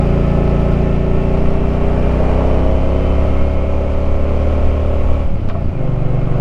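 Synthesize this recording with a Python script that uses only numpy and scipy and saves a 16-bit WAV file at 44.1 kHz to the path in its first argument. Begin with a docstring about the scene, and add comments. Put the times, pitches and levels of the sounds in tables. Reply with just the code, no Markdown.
"""A mountain road, from the helmet of a rider climbing it on a V-twin motorcycle.
Uneven firings throb through the pipes, over valve clatter and gear whine. The engine pulls slowly up
through the revs, the throttle shuts, the gearbox clunks up a gear, and it lugs on, burbling, at low revs.
The tyres of an oncoming car roar past close by, and gusts of wind buffet the microphone."""
import sys
import numpy as np
from scipy import signal
from scipy.fft import rfft, irfft, next_fast_len
from scipy.io import wavfile
from scipy.ndimage import uniform_filter1d

SR = 44100
rng = np.random.default_rng(int(sys.argv[2]) if len(sys.argv) > 2 else 0)


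def dump_mix(stems):
    """Bounce the given channels to the path in sys.argv[1] as a 16-bit WAV at rate SR."""
    frames = np.atleast_2d(stems).T  # one column per channel
    limited = np.clip(frames, -1, 1)  # hard clip at full scale
    pcm = np.round(limited * 32767).astype(np.int16)
    wavfile.write(sys.argv[1], SR, pcm)


N = 282357
TIME = np.arange(N) / SR
CRUISE_HZ = 33  # reference cycle rate for the engine's levels
CYLINDER_LAG = .628  # cycles: the twin fires about five eighths, then three eighths apart
SHUT_S, OPEN_S = 5.255, 5.76  # the throttle shuts for the shift, then reopens in the higher gear

# The rev curve: (time [s], four-stroke cycle rate [Hz])
REVS = [(0, 28.61), (.18, 28.48), (1.12, 29.11), (1.57, 30.24), (2.1, 31.15), (2.42, 32.49), (3.04, 34.33),
        (3.8, 35.66), (4.2, 36.22), (4.42, 36.8), (5.25, 37.86), (5.64, 27.81), (5.73, 27.59),
        (5.81, 23.57), (6.4, 23.87)]
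def engine_rotation(wobble_cycles=.001):
    """The crank turns a little unsteadily; gives the cycle rate and the running count of cycles."""
    hz, = curves(REVS)
    return hz, np.cumsum(hz) / SR + wobble_cycles * drift(11.6)


# Resonances of pipes and airbox: (frequency [Hz], width [Hz], level [dB])
PIPE_MODES = [(73.4, 12, -12.5), (137.2, 33, -6), (173, 17.3, -9.5), (271.6, 28.3, -7.5), (389, 28, -6.5),
              (535.4, 12, -7), (570.7, 19, -4.5), (634.3, 20.5, -2), (843, 40, -20), (1118, 51, -23.5)]
# The engine's accent on each harmonic: (order [x cycle rate], level [dB])
ORDER_ACCENTS = [(1, 5), (2, -5.5), (3, 0), (4, 9.5), (5, 4), (6, 4), (7, 11), (8, 0), (9, -2.5), (10, 4.5),
                 (11, 3.5), (12, -10.5), (13, 7.5), (14, 4), (15, 11), (16, 3), (17, -6.5), (18, 2),
                 (19, -2.5), (20, 7), (21, -5), (22, -0.5), (23, 8), (24, -0.5), (25, 2), (26, 4.5),
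                 (27, -6.5), (28, 11), (29, 3), (30, -0.5)]
# Where each exhaust register starts, and where the last ends: (order [x cycle rate])
REGISTER_EDGES = [1, 3, 4, 10, 22, 37]
# Unevenness of the firings, low register to high: name -> (rms flutter [share of amplitude])
REGISTER_ROUGHNESS = {"thump": 0.07, "lope": .05, "boom": 0.039, "bark": 0.12, "snarl": 0.2}
# The boom darkens with revs, off the throttle and when lugging. Its tilt per octave of pitch:
# (cruise [dB], revs [dB/octave], effort [dB/dB], shut [dB], lugging [dB])
BOOM_TILT = (1.8, -15.5, -0.5, -14, -23.5)
def exhaust(hz, cycles, rear_gain=0.8, ring_share=.38, scatter_rad=1.5):
    """Paired suck-and-blow pulses, as orders of the cycle rate, sweep through the pipe resonances."""
    accents = amp(np.interp(np.arange(REGISTER_EDGES[-1]), *np.transpose(ORDER_ACCENTS)))
    # the passing car's flank throws back the upper registers while it is level with the pipes
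    flank_db = 3.5 * swell(2.58, width_s=0.24)
    out = np.zeros(N)
    for first, end, (name, rough) in zip(REGISTER_EDGES, REGISTER_EDGES[1:], REGISTER_ROUGHNESS.items()):
        tilt_db = follow_engine(hz, *BOOM_TILT) if name == "boom" else 0
        wave, power = np.zeros(N), np.zeros(N)
        for order in range(first, end):
            pair = 1 + rear_gain * np.exp(-2j * np.pi * order * CYLINDER_LAG)
            pipe_gain = resonant_gain(PIPE_MODES, order * hz)
            gain = accents[order] * abs(pair) * pipe_gain * amp(tilt_db * np.log2(order))
            # high orders ring on in the pipes and bounce off road and fairing, losing step
            scatter = scatter_rad * np.clip((order - 5) / 3, 0, 1) * rng.standard_normal()
            phase_lag = ring_share * pipe_phase(order * hz) + scatter
            wave -= gain * np.cos(2 * np.pi * order * cycles + np.angle(pair) - phase_lag)
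            power += gain ** 2 / 2
        level_db = follow_engine(hz, *ENGINE_MIX[name]) + (flank_db if name in ("bark", "snarl") else 0)
        burn = 1 + rough * drift(8.7)  # no two firings burn alike
        out += amp(level_db) * wave / np.sqrt(power) * burn
    return out


def pipe_phase(hz):
    """Each pipe resonance holds back the sound above it a little more."""
    f = np.arange(1., 2000)
    return np.interp(hz, f, sum(np.arctan2(width, centre - f) for centre, width, _ in PIPE_MODES))


def firings(cycles, decay_cycles):
    """Two unevenly spaced bursts in every cycle, one for each cylinder."""
    return np.exp(-(cycles % 1) / decay_cycles) + np.exp(-((cycles - CYLINDER_LAG) % 1) / decay_cycles)


def throttle():
    """How far the throttle is shut, and how far the engine is lugging, each 0-1."""
    lugging = ramp(OPEN_S, takes_s=.11)
    return ramp(SHUT_S, takes_s=.11) - lugging, lugging


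# How hard the engine pulls: (time [s], effort [dB])
EFFORT = [(0, 0.5), (.75, 0.5), (1.05, -0.5), (1.42, 0.1), (1.6, -0.5), (2.05, 0.33), (2.42, 1.0),
          (2.85, .2), (3.25, 0.8), (3.6, -0.5), (4.25, -0.35), (4.5, 0.6), (4.85, -0.26), (5.2, -0.3),
          (6.0, -1.5), (6.4, 0)]
# Each engine layer's fader and how it rides:
# name -> (cruise level [dB], revs [dB/octave], effort [dB/dB], shut [dB], lugging [dB])
ENGINE_MIX = { "thump": (-17, 2.5, 2.5, -8, -1), "lope": (-25.5, -14, 1.3, 2.5, -24),
              "boom": (-22.5, -23.5, 1.74, -10, -5), "bark": (-24.5, -6, 0.08, -13, -9),
              "snarl": (-36, -16.5, 1.3, -8, -7.5), "rasp": (-28, -4.5, 2.7, -4, -0.5),
              "clatter": (-39, -1.5, 2, -5.5, -3), "drive": (-34, 19.5, 0, -11, -0.5),
              "hiss": (-58.5, -1, 2.3, -1.5, -4), }
def follow_engine(hz, cruise_db, octave_db, effort_share, shut_db, lugging_db):
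    """A dB curve that rides the engine's revs, effort and throttle."""
    shut, lugging = throttle()
    effort_db, = curves(EFFORT)
    pull_db = cruise_db + octave_db * np.log2(hz / CRUISE_HZ) + effort_share * effort_db
    return pull_db + shut_db * shut + lugging_db * lugging


# EQ of the gas leaving the pipes: (frequency [Hz], level [dB])
RASP_EQ = [(60, -37.5), (110, -8.5), (160, -2.5), (230, -3), (330, -2.5), (440, -4.5), (550, 2.5),
           (640, 1.5), (730, -4.5), (850, -7.5), (950, -12.5), (1350, -13.5), (1650, -25.5), (8000, -100)]
def rasp(hz, cycles, steady=1.0):
    """Turbulent gas streams from the pipes, with a puff after each firing."""
    puffs = (steady + firings(cycles, decay_cycles=0.33)) * rng.standard_normal(N)
    return amp(follow_engine(hz, *ENGINE_MIX["rasp"])) * coloured(puffs, RASP_EQ)


def burble(cycles, shut_db=-25.5, lugging_db=-31):
    """With the throttle shut or the engine lugging, weak ragged firings pop in the pipes."""
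    shut, lugging = throttle()
    pops = firings(cycles, decay_cycles=0.33) * rng.standard_normal(N)
    pop_eq = [(30, -34), (70, -8), (125, 0.5), (180, -4), (280, -7), (400, -20), (6000, -110)]
    return (amp(shut_db) * shut + amp(lugging_db) * lugging) * coloured(pops, pop_eq)


# Metallic ring of the engine cases: (frequency [Hz], width [Hz], level [dB])
CASE_MODES = [(835, 21, 6.5), (1107, 90, 4.5), (1299, 35, 5), (1790, 84, -11.5), (2163, 67, -6),
              (2388, 52, -1.5), (2653, 53, -7), (3005, 90, -8.5), (4750, 90, -22.5), (5560, 110, -27.5),
              (6600, 91, -30)]
# EQ of the valve gear: (frequency [Hz], level [dB])
CLATTER_EQ = [(700, -20.5), (1300, 6.5), (1650, -1.5), (2000, 4), (2400, 4.5), (3000, -1), (3500, -12.5),
              (5000, -34), (12000, -58)]
def valve_clatter(cycles, steady=1.7, decay_cycles=0.065, trim_db=-3):
    """Valve gear ticks four times a cycle over a steady rattle, and rings the cases."""
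    envelope = steady + firings(cycles, decay_cycles) + firings(cycles + 0.41, decay_cycles)
    ticks = envelope * rng.standard_normal((2, N))
    rattle = coloured(ticks[0], CLATTER_EQ)
    ring = shaped(ticks[1], lambda f: ringing(CASE_MODES, f) / (1 + (f / 9500) ** 6))
    return amp(trim_db) * (rattle + ring)


# Tones of meshing gears and cam chain: (order [x cycle rate], relative level [dB])
GEAR_TONES = [(29, -6), (37, -7), (45, -6), (61.6, 0.5), (68, -4), (77, -4.5), (88, -0.5), (91, -3.5),
              (169, 0), (184.8, -2)]
def gear_whine(hz, cycles, waver_db=2):
    """Each gear tone sings out as it crosses a resonance of the cases."""
    whine = np.zeros(N)
    for order, db in GEAR_TONES:
        tone = np.sin(2 * np.pi * order * cycles + 0.21 * drift(23))
        whine += amp(db + waver_db * drift(4.7)) * resonant_gain(CASE_MODES, order * hz) * tone
    return whine


def valve_buzz(cycles, trim_db=-7.0, orders=200):
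    """The valve train strikes the same way in every cycle: a fine metallic buzz."""
    strikes = irfft(np.exp(2j * np.pi * rng.random(orders)), n=4096)
    buzz = np.interp(cycles % 1, np.linspace(0, 1, len(strikes)), strikes)
    return amp(trim_db) * coloured(buzz, CLATTER_EQ)


def transmission(hz, order=14.5, coast_hz_per_s=55, waver_db=2):
    """The drive hums at road speed: it rises with the engine, then sags once the throttle shuts."""
    driven_hz = order * np.interp(np.minimum(TIME, SHUT_S), TIME, hz)
    hum_hz = driven_hz - coast_hz_per_s * np.maximum(TIME - SHUT_S, 0)
    tone = np.sin(2 * np.pi * np.cumsum(hum_hz) / SR + 0.37 * drift(9.8))
    return amp(follow_engine(hum_hz / order, *ENGINE_MIX["drive"]) + waver_db * drift(3.3)) * tone


# Hits of the upshift: (time [s], level [dB], decay [s], low-pass cutoff [Hz])
SHIFT_HITS = [(5.488, -24.5, .005, 6000), (5.497, -23, .011, 3800), (5.549, -20.5, .012, 1100)]
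# Body of the gearbox: (frequency [Hz], width [Hz], level [dB])
GEARBOX_MODES = [(310, 33, 0), (668, 27, 33), (1110, 170, 16), (2400, 570, -6), (5040, 4000, -27)]
def gear_change():
    """Lever and gear dogs knock home, ringing the gearbox."""
    out = np.zeros(N)
    for s, db, decay_s, top_hz in SHIFT_HITS:
        knock = amp(db) * (TIME >= s) * np.exp(-abs(TIME - s) / decay_s) * rng.standard_normal(N)
        clunk = shaped(knock, lambda f: ringing(GEARBOX_MODES, f) / (1 + (f / top_hz) ** 4))
        out += np.std(knock) * clunk
    return out


# EQ of tyres on the road: (frequency [Hz], level [dB])
TYRE_EQ = [(100, -19), (350, 6), (600, 1), (950, -2), (1500, -7), (2500, -18), (4500, -32.5), (10000, -43),
           (16000, -71)]
def passing_car(nearest_s=2.23, coming_s=0.67, leaving_s=0.28, peak_db=-30):
    """Tyre roar swells and fades with the distance of the oncoming car."""
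    distance = (TIME - nearest_s) / np.where(TIME < nearest_s, coming_s, leaving_s)
    return amp(peak_db) / (1 + distance ** 2) * coloured(rng.standard_normal(N), TYRE_EQ)


# Gusts on top of the breeze: (time [s], peak level [dB])
GUSTS = [(1.1, -23), (1.48, -15.5), (2.7, -16), (3.38, -13.5), (4.15, -13.5), (4.66, -15.5), (5.08, -12),
         (5.3, -14.5), (6.05, -17)]
# EQ of the buffeting: (frequency [Hz], level [dB])
BUFFET_EQ = [(3, -4), (10, 14), (20, 7), (32, -7.5), (45, -2.5), (70, -12), (110, -16.5), (250, -37),
             (1000, -77)]
def wind(sheltered_db=-24.5, exposed_db=-17.5):
    """Eddies thump the microphone, harder once out of the shelter of the trees and in each gust."""
    breeze = amp(sheltered_db + (exposed_db - sheltered_db) * ramp(1, takes_s=0.39))
    gust_power = sum(amp(db) ** 2 * swell(s, width_s=0.08) for s, db in GUSTS)
    eddies = coloured(rng.standard_normal(N), BUFFET_EQ)
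    eddies /= np.sqrt(uniform_filter1d(eddies ** 2, size=11000))  # levelled over a quarter second
    return np.sqrt(breeze ** 2 + gust_power) * eddies


# EQ of the rushing air: (frequency [Hz], level [dB])
AIR_EQ = [(1500, -17.5), (3500, 12), (4600, 14.5), (6700, -0.5), (8000, -9), (11000, 1), (13000, -13.5),
          (15700, -29)]
def air_hiss(hz, flutter_db=2.1):
    """A thin hiss of air flutters on top, its level riding with the engine."""
    hiss = coloured(rng.standard_normal(N), AIR_EQ)
    return amp(follow_engine(hz, *ENGINE_MIX["hiss"]) + flutter_db * drift(40)) * hiss


def amp(db):
    """Decibels to gain."""
    return 10 ** (np.asarray(db) / 20)


def unit_rms(x):
    """Scales to rms 1."""
    return x / np.sqrt(np.mean(x ** 2) + 1e-20)


def curves(rows):
    """The columns of a time table at every sample."""
    s, *columns = np.transpose(rows)
    return [np.interp(TIME, s, column) for column in columns]


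def ramp(s, takes_s):
    """A fade from 0 to 1, centred on the given moment."""
    return np.clip((TIME - s) / takes_s + .5, 0, 1)


def swell(s, width_s):
    """A bell-shaped envelope peaking at the given moment."""
    return np.exp(-((TIME - s) / width_s) ** 2)


def drift(hz):
    """A slow random wander of rms 1, up to the given rate."""
    f = np.fft.rfftfreq(N, 1 / SR)
    return unit_rms(irfft(rfft(rng.standard_normal(N)) / (1 + (f / hz) ** 4), N))


def shaped(x, response):
    """Filters x by a function of frequency; rms 1."""
    size = next_fast_len(N + 8192)
    f = np.fft.rfftfreq(size, 1 / SR)
    return unit_rms(irfft(rfft(x, size) * response(f), size)[:N])


def coloured(x, eq):
    """Runs x through an EQ curve; rms 1."""
    hz, db = np.transpose(eq)
    return shaped(x, lambda f: amp(np.interp(np.log(f + 1), np.log(hz + 1), db)))


def ringing(modes, f):
    """Complex response of a set of resonances."""
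    return sum(amp(db) * f * width / (f * width + 1j * (f * f - hz * hz)) for hz, width, db in modes)


def resonant_gain(modes, hz):
    """Gain of a set of resonances along a frequency curve."""
    f = np.arange(1., SR / 4)
    power = sum(abs(ringing([mode], f)) ** 2 for mode in modes)
    return np.interp(hz, f, np.sqrt(power))


def scene():
    """The mono mix: pipes and machinery, then the car and the wind."""
    hz, cycles = engine_rotation()
    pipes = exhaust(hz, cycles) + rasp(hz, cycles) + burble(cycles)
    metal = valve_clatter(cycles) + gear_whine(hz, cycles) + valve_buzz(cycles)
    machinery = amp(follow_engine(hz, *ENGINE_MIX["clatter"])) * metal + transmission(hz) + gear_change()
    return (pipes + machinery + passing_car() + wind() + air_hiss(hz))[None]


def record(dry):
    """A steep low-pass trims the very top of the mix."""
    lowpass = signal.firwin(511, 15750, window=("kaiser", 9), fs=SR)
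    return signal.oaconvolve(dry, lowpass[None], "same")


dry = scene()
out = record(dry)
dump_mix(out)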